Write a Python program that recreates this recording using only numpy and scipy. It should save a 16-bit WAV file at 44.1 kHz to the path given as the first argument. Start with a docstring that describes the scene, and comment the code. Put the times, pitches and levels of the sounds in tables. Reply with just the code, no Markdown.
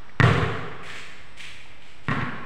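"""First comes the hard, near smack of a basketball on a roofed concrete court, then a softer, farther one.
Each bounce is a slap, a low thump and the ping of the air inside; walls and roof throw it back and ring on.
Between the bounces the players' sandals scuff and tap on the concrete.
Underneath lies a faint bed of outdoor air with two distant insect trills."""
import sys
import numpy as np
from scipy import signal
from scipy.fft import rfft, irfft
from scipy.io import wavfile
from scipy.ndimage import uniform_filter1d

SR = 44100
rng = np.random.default_rng(int(sys.argv[2]) if len(sys.argv) > 2 else 0)


def transcribe(signal):
    """Save signal, clipped to [-1, 1], as a 16-bit WAV file at the path in sys.argv[1]."""
    frames = np.atleast_2d(signal).T
    limited = np.clip(frames, -1, 1)
    pcm = np.round(limited * 32767).astype(np.int16)
    wavfile.write(sys.argv[1], SR, pcm)


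N = 108045

# The ball's hits. Each row: start in seconds, level in dB, thump pitch in Hz, treble cutoff in Hz,
# ping level in dB, reverb level in dB, reverb pre-delay in seconds.
BOUNCES = [(0.2004, -1.5, 125, 4000, -6, -15.5, .022), (2.0847, -10.5, 133.6, 3100, -8.5, -24.5, .013)]
# Modes of the ball's shell and air. Each row: pitch in Hz, level in dB, t60 in seconds.
BALL_MODES = [(278, -21, 0.15), (439, -16, 0.023), (1173, -15, 0.027), (1470, -14.5, 0.027),
              (1635, -22.5, 0.056), (1924, -21, 0.05), (1880, -11.5, 0.022), (2230, -10, 0.011),
              (2680, -16, 0.017), (3530, -18, 0.013), (4480, -30.5, 0.028)]
# Shell ring as the ball leaves the floor. Each row: pitch in Hz, level in dB, t60 in seconds.
LIFT_MODES = [(1200, -16, 0.014), (1835, -9, 0.033), (1962, -22.5, 0.034)]
# Long ring of the air in the ball. Each row: pitch in Hz, level in dB, t60 in seconds.
PING_MODES = [(1097, -29, 1.75), (1168, -53, 4.8), (1363, -25.5, 1.19), (1680, -67.5, 2.3)]
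# Echoes off walls and roof. Each row: arrival in seconds, slap level in dB,
# clean reflection in dB relative to that level, thump level in dB.
ECHOES = [(0.229, -8, 0, -1.5), (0.2373, -13, -5, -2), (0.279, -11, -11, -15), (0.2877, -19, -3, -11),
          (0.3337, -5.5, -12, -7), (0.377, -4.5, -39, -9), (0.4263, -12, -8, -9.5),
          (2.1117, -11.5, -6, -13), (2.117, -17, 2.5, -37), (2.1749, -27, -18, -22.5),
          (2.2148, -18, 1.5, -34), (2.2228, -21.5, -3, -13)]
# Reverb colour, one curve for each bounce's spot. Each row: frequency in Hz, spectral level in dB.
COURT_COLOURS = [
    [(29, -49), (50, -35), (91, 2), (146, 1), (169, 0.5), (214, -18), (279, -10), (329, -18), (408, -6),
     (494, -11.5), (584, -20.5), (690, -15.5), (816, -16.5), (876, -21.5), (1140, -12.5), (1550, -17.5),
     (1880, -17), (2450, -22), (3260, -24.5), (5380, -42.5), (8070, -43), (9530, -52.5), (15000, -69)],
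    [(29, -39), (50, -21), (140, 2.5), (200, -8), (236, 2), (314, -15.5), (362, -11), (627, -18),
     (898, -15.5), (987, -14), (1090, -6), (1170, -14.5), (1710, -10), (3760, -29.5), (5770, -46),
     (8070, -48), (15000, -80)],
]
# The court's decay. Each row: frequency in Hz, t60 in seconds.
COURT_DECAY = [(70, 1.14), (130, 0.97), (220, 1.61), (450, 1.49), (1100, 1.78), (2200, 1.53), (5000, 1.24),
               (9000, 1.14), (15000, 1)]
# Sandal scuffs. Each row: start in seconds, length in seconds, level in dB, rasp pitch in Hz,
# then rasp and sand hiss in dB relative to the sole's rub.
SCUFFS = [(0.823, 0.068, -46.5, 2100, 4.5, -12.5), (.850, 0.17, -41, 1810, -1.5, -32),
          (1.364, 0.068, -41.5, 2500, -15, -16.5), (1.39, .08, -39.5, 2270, 1.5, -24),
          (1.804, .13, -52.5, 2200, -10, -20), (2.03, 0.12, -50.5, 2400, -33, -15.5)]
# A sole rubbing on concrete. Each row: frequency in Hz, spectral level in dB.
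SOLE_COLOUR = [(200, -37), (900, -9), (1500, -9), (2200, 3.5), (3200, 0), (4500, -9.5), (6500, -16),
               (8100, -12), (9500, -29), (13000, -41.5), (15000, -41)]
# Sand hissing under a sole. Each row: frequency in Hz, spectral level in dB.
SAND_COLOUR = [(3000, -21), (6000, 1), (8300, 10), (11000, 1), (13000, -28), (15000, -4)]
# Light footfalls. Each row: start in seconds, level in dB, resonance in Hz.
FOOTFALLS = [(0.094, -39, 1850), (.838, -40, 273), (1.655, -45.5, 775), (1.823, -47, 2880),
             (1.925, -54, 210)]
# Outdoor air. Each row: frequency in Hz, spectral level in dB.
AIR_COLOUR = [(20, -10.5), (45, -5.5), (70, -4), (120, -6.5), (200, -11.5), (310, -15), (480, -15.5),
              (1030, -17.5), (1600, -17.5), (2200, -20), (3350, -24), (5000, -32.5), (5600, -31),
              (6500, -47), (8200, -36), (10000, -61), (15000, -56)]
# Insects in the trees. Each row: start in seconds, length in seconds, pitch in Hz, level in dB.
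TRILLS = [(0, 0.35, 5630, -76), (1.241, .14, 8170, -73)]

SLAP_DB, SLAP_S, CRACK_DB, LIFT_S = -27, 0.00048, -16, 0.0093
THUMP_DB, THUMP_HOLD_S, THUMP_RELEASE_S, THUMP_LAG_S = -9, 0.0099, 0.004, 0.00081
SCATTER_DB, SCATTER_T60_S, ECHO_CRACK_DB = -10, 0.049, -15
REVERB_BUILD_S = 0.0056
DRAG_ATTACK_S, DRAG_RELEASE_S, GRIT_SPREAD_DB = 0.016, 0.054, 3
DRAG_DRY_DB, DRAG_SEND_DB, TAP_SEND_DB = -3, -2, -15.5
FEET_PREDELAY_S, FEET_CROSSOVER_HZ = 0.021, 3670
LINGER_DB, LINGER_HZ, AIR_DB = -52, 1204, -51


def bounces():
    """The lead layer: each hit with its ping, the court's tail and the echoes before the next hit."""
    out = np.zeros(N)
    ends = [row[0] for row in BOUNCES[1:]] + [np.inf]
    for bounce, end, colour in zip(BOUNCES, ends, COURT_COLOURS):
        start, db, thump_hz, cutoff_hz, ping_db, reverb_db, predelay = bounce
        slap, thump = ball(thump_hz, cutoff_hz)
        out += at(start, undb(db) * (slap + thump) + undb(ping_db) * ring(PING_MODES))
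        out += at(start + predelay, undb(reverb_db) * court_reverb(colour))
        for arrival, slap_db, clean_db, thump_db in ECHOES:
            if start < arrival < end:
                out += at(arrival, undb(slap_db) * wall_echo(slap, clean_db) + undb(thump_db) * thump)
    return out


def ball(thump_hz, cutoff_hz):
    """The shell slaps the floor, flattens and springs back, ringing again as it lifts off."""
    t = np.arange(N) / SR
    pulse = -undb(SLAP_DB) * t / SLAP_S * np.exp(1 - t / SLAP_S)
    crack = undb(CRACK_DB) * rng.standard_normal(N) * fade(t60=0.017)
    slap = pulse + crack + ring(BALL_MODES) + at(LIFT_S, ring(LIFT_MODES))
    envelope = np.exp(-np.maximum(t - THUMP_HOLD_S, 0) / THUMP_RELEASE_S)
    thump = undb(THUMP_DB) * np.sin(2 * np.pi * thump_hz * t) * envelope
    return lowpass(slap, cutoff_hz), at(THUMP_LAG_S, thump)


def wall_echo(slap, clean_db):
    """A wall or the roof returns the slap as a scattered smear, a dull crack and a clean copy."""
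    crack = lowpass(rng.standard_normal(N), hz=1510) * fade(SCATTER_T60_S)
    smear = convolve(slap, reflections(SCATTER_T60_S))
    return undb(SCATTER_DB) * smear + undb(ECHO_CRACK_DB) * crack + undb(clean_db) * slap


def court_reverb(colour):
    """The court's diffuse tail swells quickly, then each band dies at its own rate."""
    spectrum, freqs = rfft(noise(colour)), np.fft.rfftfreq(N, 1 / SR)
    centres_hz = np.geomspace(50, 16000, 12)
    tail = np.zeros(N)
    for hz, weights in zip(centres_hz, np.eye(len(centres_hz))):
        band = irfft(spectrum * curve(np.c_[centres_hz, weights], freqs), N)
        tail += band * fade(curve(COURT_DECAY, hz))
    return tail * (1 - np.exp(-np.arange(N) / SR / REVERB_BUILD_S))


def footwork():
    """Sandals drag and tap; the court answers, its treble dying first."""
    drags = sandal_drags()
    taps = sum(at(start, undb(db) * resonant_noise(hz, q=3.3) * fade(t60=0.038))
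               for start, db, hz in FOOTFALLS)
    highpass = signal.butter(2, FEET_CROSSOVER_HZ, "high", fs=SR, output="sos")
    bright_tail = signal.sosfilt(highpass, reflections(t60=0.98))
    dark_tail = lowpass(reflections(t60=1.42), FEET_CROSSOVER_HZ)
    send = undb(DRAG_SEND_DB) * drags + undb(TAP_SEND_DB) * taps
    wet = convolve(send, dark_tail + bright_tail)
    return undb(DRAG_DRY_DB) * drags + taps + at(FEET_PREDELAY_S, wet)


def sandal_drags():
    """Soles rub, rasp and hiss over the concrete; grit roughens their level."""
    t, drags = np.arange(N) / SR, np.zeros(N)
    for start, length, db, rasp_hz, rasp_db, sand_db in SCUFFS:
        envelope = np.clip(t / DRAG_ATTACK_S, 0, 1) * np.clip((length - t) / DRAG_RELEASE_S + .5, 0, 1)
        flutter = unit(uniform_filter1d(rng.standard_normal(N), size=90))  # grains of about 2 ms
        grit = unit(undb(GRIT_SPREAD_DB * flutter))
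        rub = noise(SOLE_COLOUR)
        rasp = undb(rasp_db) * resonant_noise(rasp_hz, q=2.34)
        hiss = undb(sand_db) * noise(SAND_COLOUR)
        drags += at(start, undb(db) * envelope * grit * (rub + rasp + hiss))
    return drags


def insects():
    """Distant trills, each a thin band of noise that swells and falls away."""
    t, trills = np.arange(N) / SR, np.zeros(N)
    for start, length, hz, db in TRILLS:
        arch = np.sqrt(np.abs(np.sin(np.pi * np.clip(t / length, 0, 1))))
        trills += at(start, undb(db) * resonant_noise(hz, q=17) * arch)
    return trills


def background():
    """The bed: the last ring of earlier play hanging in the court, insects and faint outdoor air."""
    linger = undb(LINGER_DB) * resonant_noise(LINGER_HZ, q=1) * fade(curve(COURT_DECAY, LINGER_HZ))
    return linger + insects() + undb(AIR_DB) * noise(AIR_COLOUR)


def ring(modes):
    """Struck modes, each a decaying sine."""
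    t = np.arange(N) / SR
    return -sum(undb(db) * np.sin(2 * np.pi * hz * t) * fade(t60) for hz, db, t60 in modes)


def reflections(t60):
    """A decaying cloud of reflections with energy 1."""
    return unit(rng.standard_normal(N) * fade(t60)) / np.sqrt(N)


def noise(colour):
    """Noise of rms 1 with a given colour."""
    gains = undb(curve(colour, np.fft.rfftfreq(N, 1 / SR)))
    return unit(irfft(rfft(rng.standard_normal(N)) * gains, N))


def resonant_noise(hz, q):
    """Noise of rms 1 in one steep-sided resonance."""
    b, a = signal.iirpeak(hz, q, fs=SR)
    return unit(signal.lfilter(b, a, signal.lfilter(b, a, rng.standard_normal(N))))


def undb(db):
    """Decibels to gain."""
    return 10 ** (np.asarray(db) / 20)


def unit(x):
    """Scale to rms 1."""
    return x / np.sqrt(np.mean(x ** 2))


def fade(t60):
    """A decay that falls 60 dB in t60 seconds."""
    return np.exp(-np.log(1000) * np.arange(N) / SR / t60)


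def curve(points, hz):
    """Read a table on a log-frequency axis."""
    freqs, values = np.array(points).T
    return np.interp(np.log(hz + 0.0012), np.log(freqs), values)


def convolve(sound, response):
    """Pass a sound through a response."""
    return signal.fftconvolve(sound, response)[:N]


def at(seconds, x):
    """Place a sound on the timeline."""
    return np.r_[np.zeros(max(int(seconds * SR), 0)), x][:N]


def lowpass(x, hz):
    """Two-pole treble cut."""
    return signal.sosfilt(signal.butter(2, hz, fs=SR, output="sos"), x)


def scene():
    """Ball, feet and background, mixed in mono."""
    return (bounces() + footwork() + background())[None]


def record(dry):
    """The recorder clips near full scale, cuts the top and sits on a small steady offset."""
    top_hz, dc_offset = 15500, 0.028
    top_cut = signal.ellip(8, .2, 70, top_hz, fs=SR, output="sos")
    return signal.sosfilt(top_cut, np.clip(dry, -.99, .95)) + dc_offset


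dry = scene()
out = record(dry)
transcribe(out)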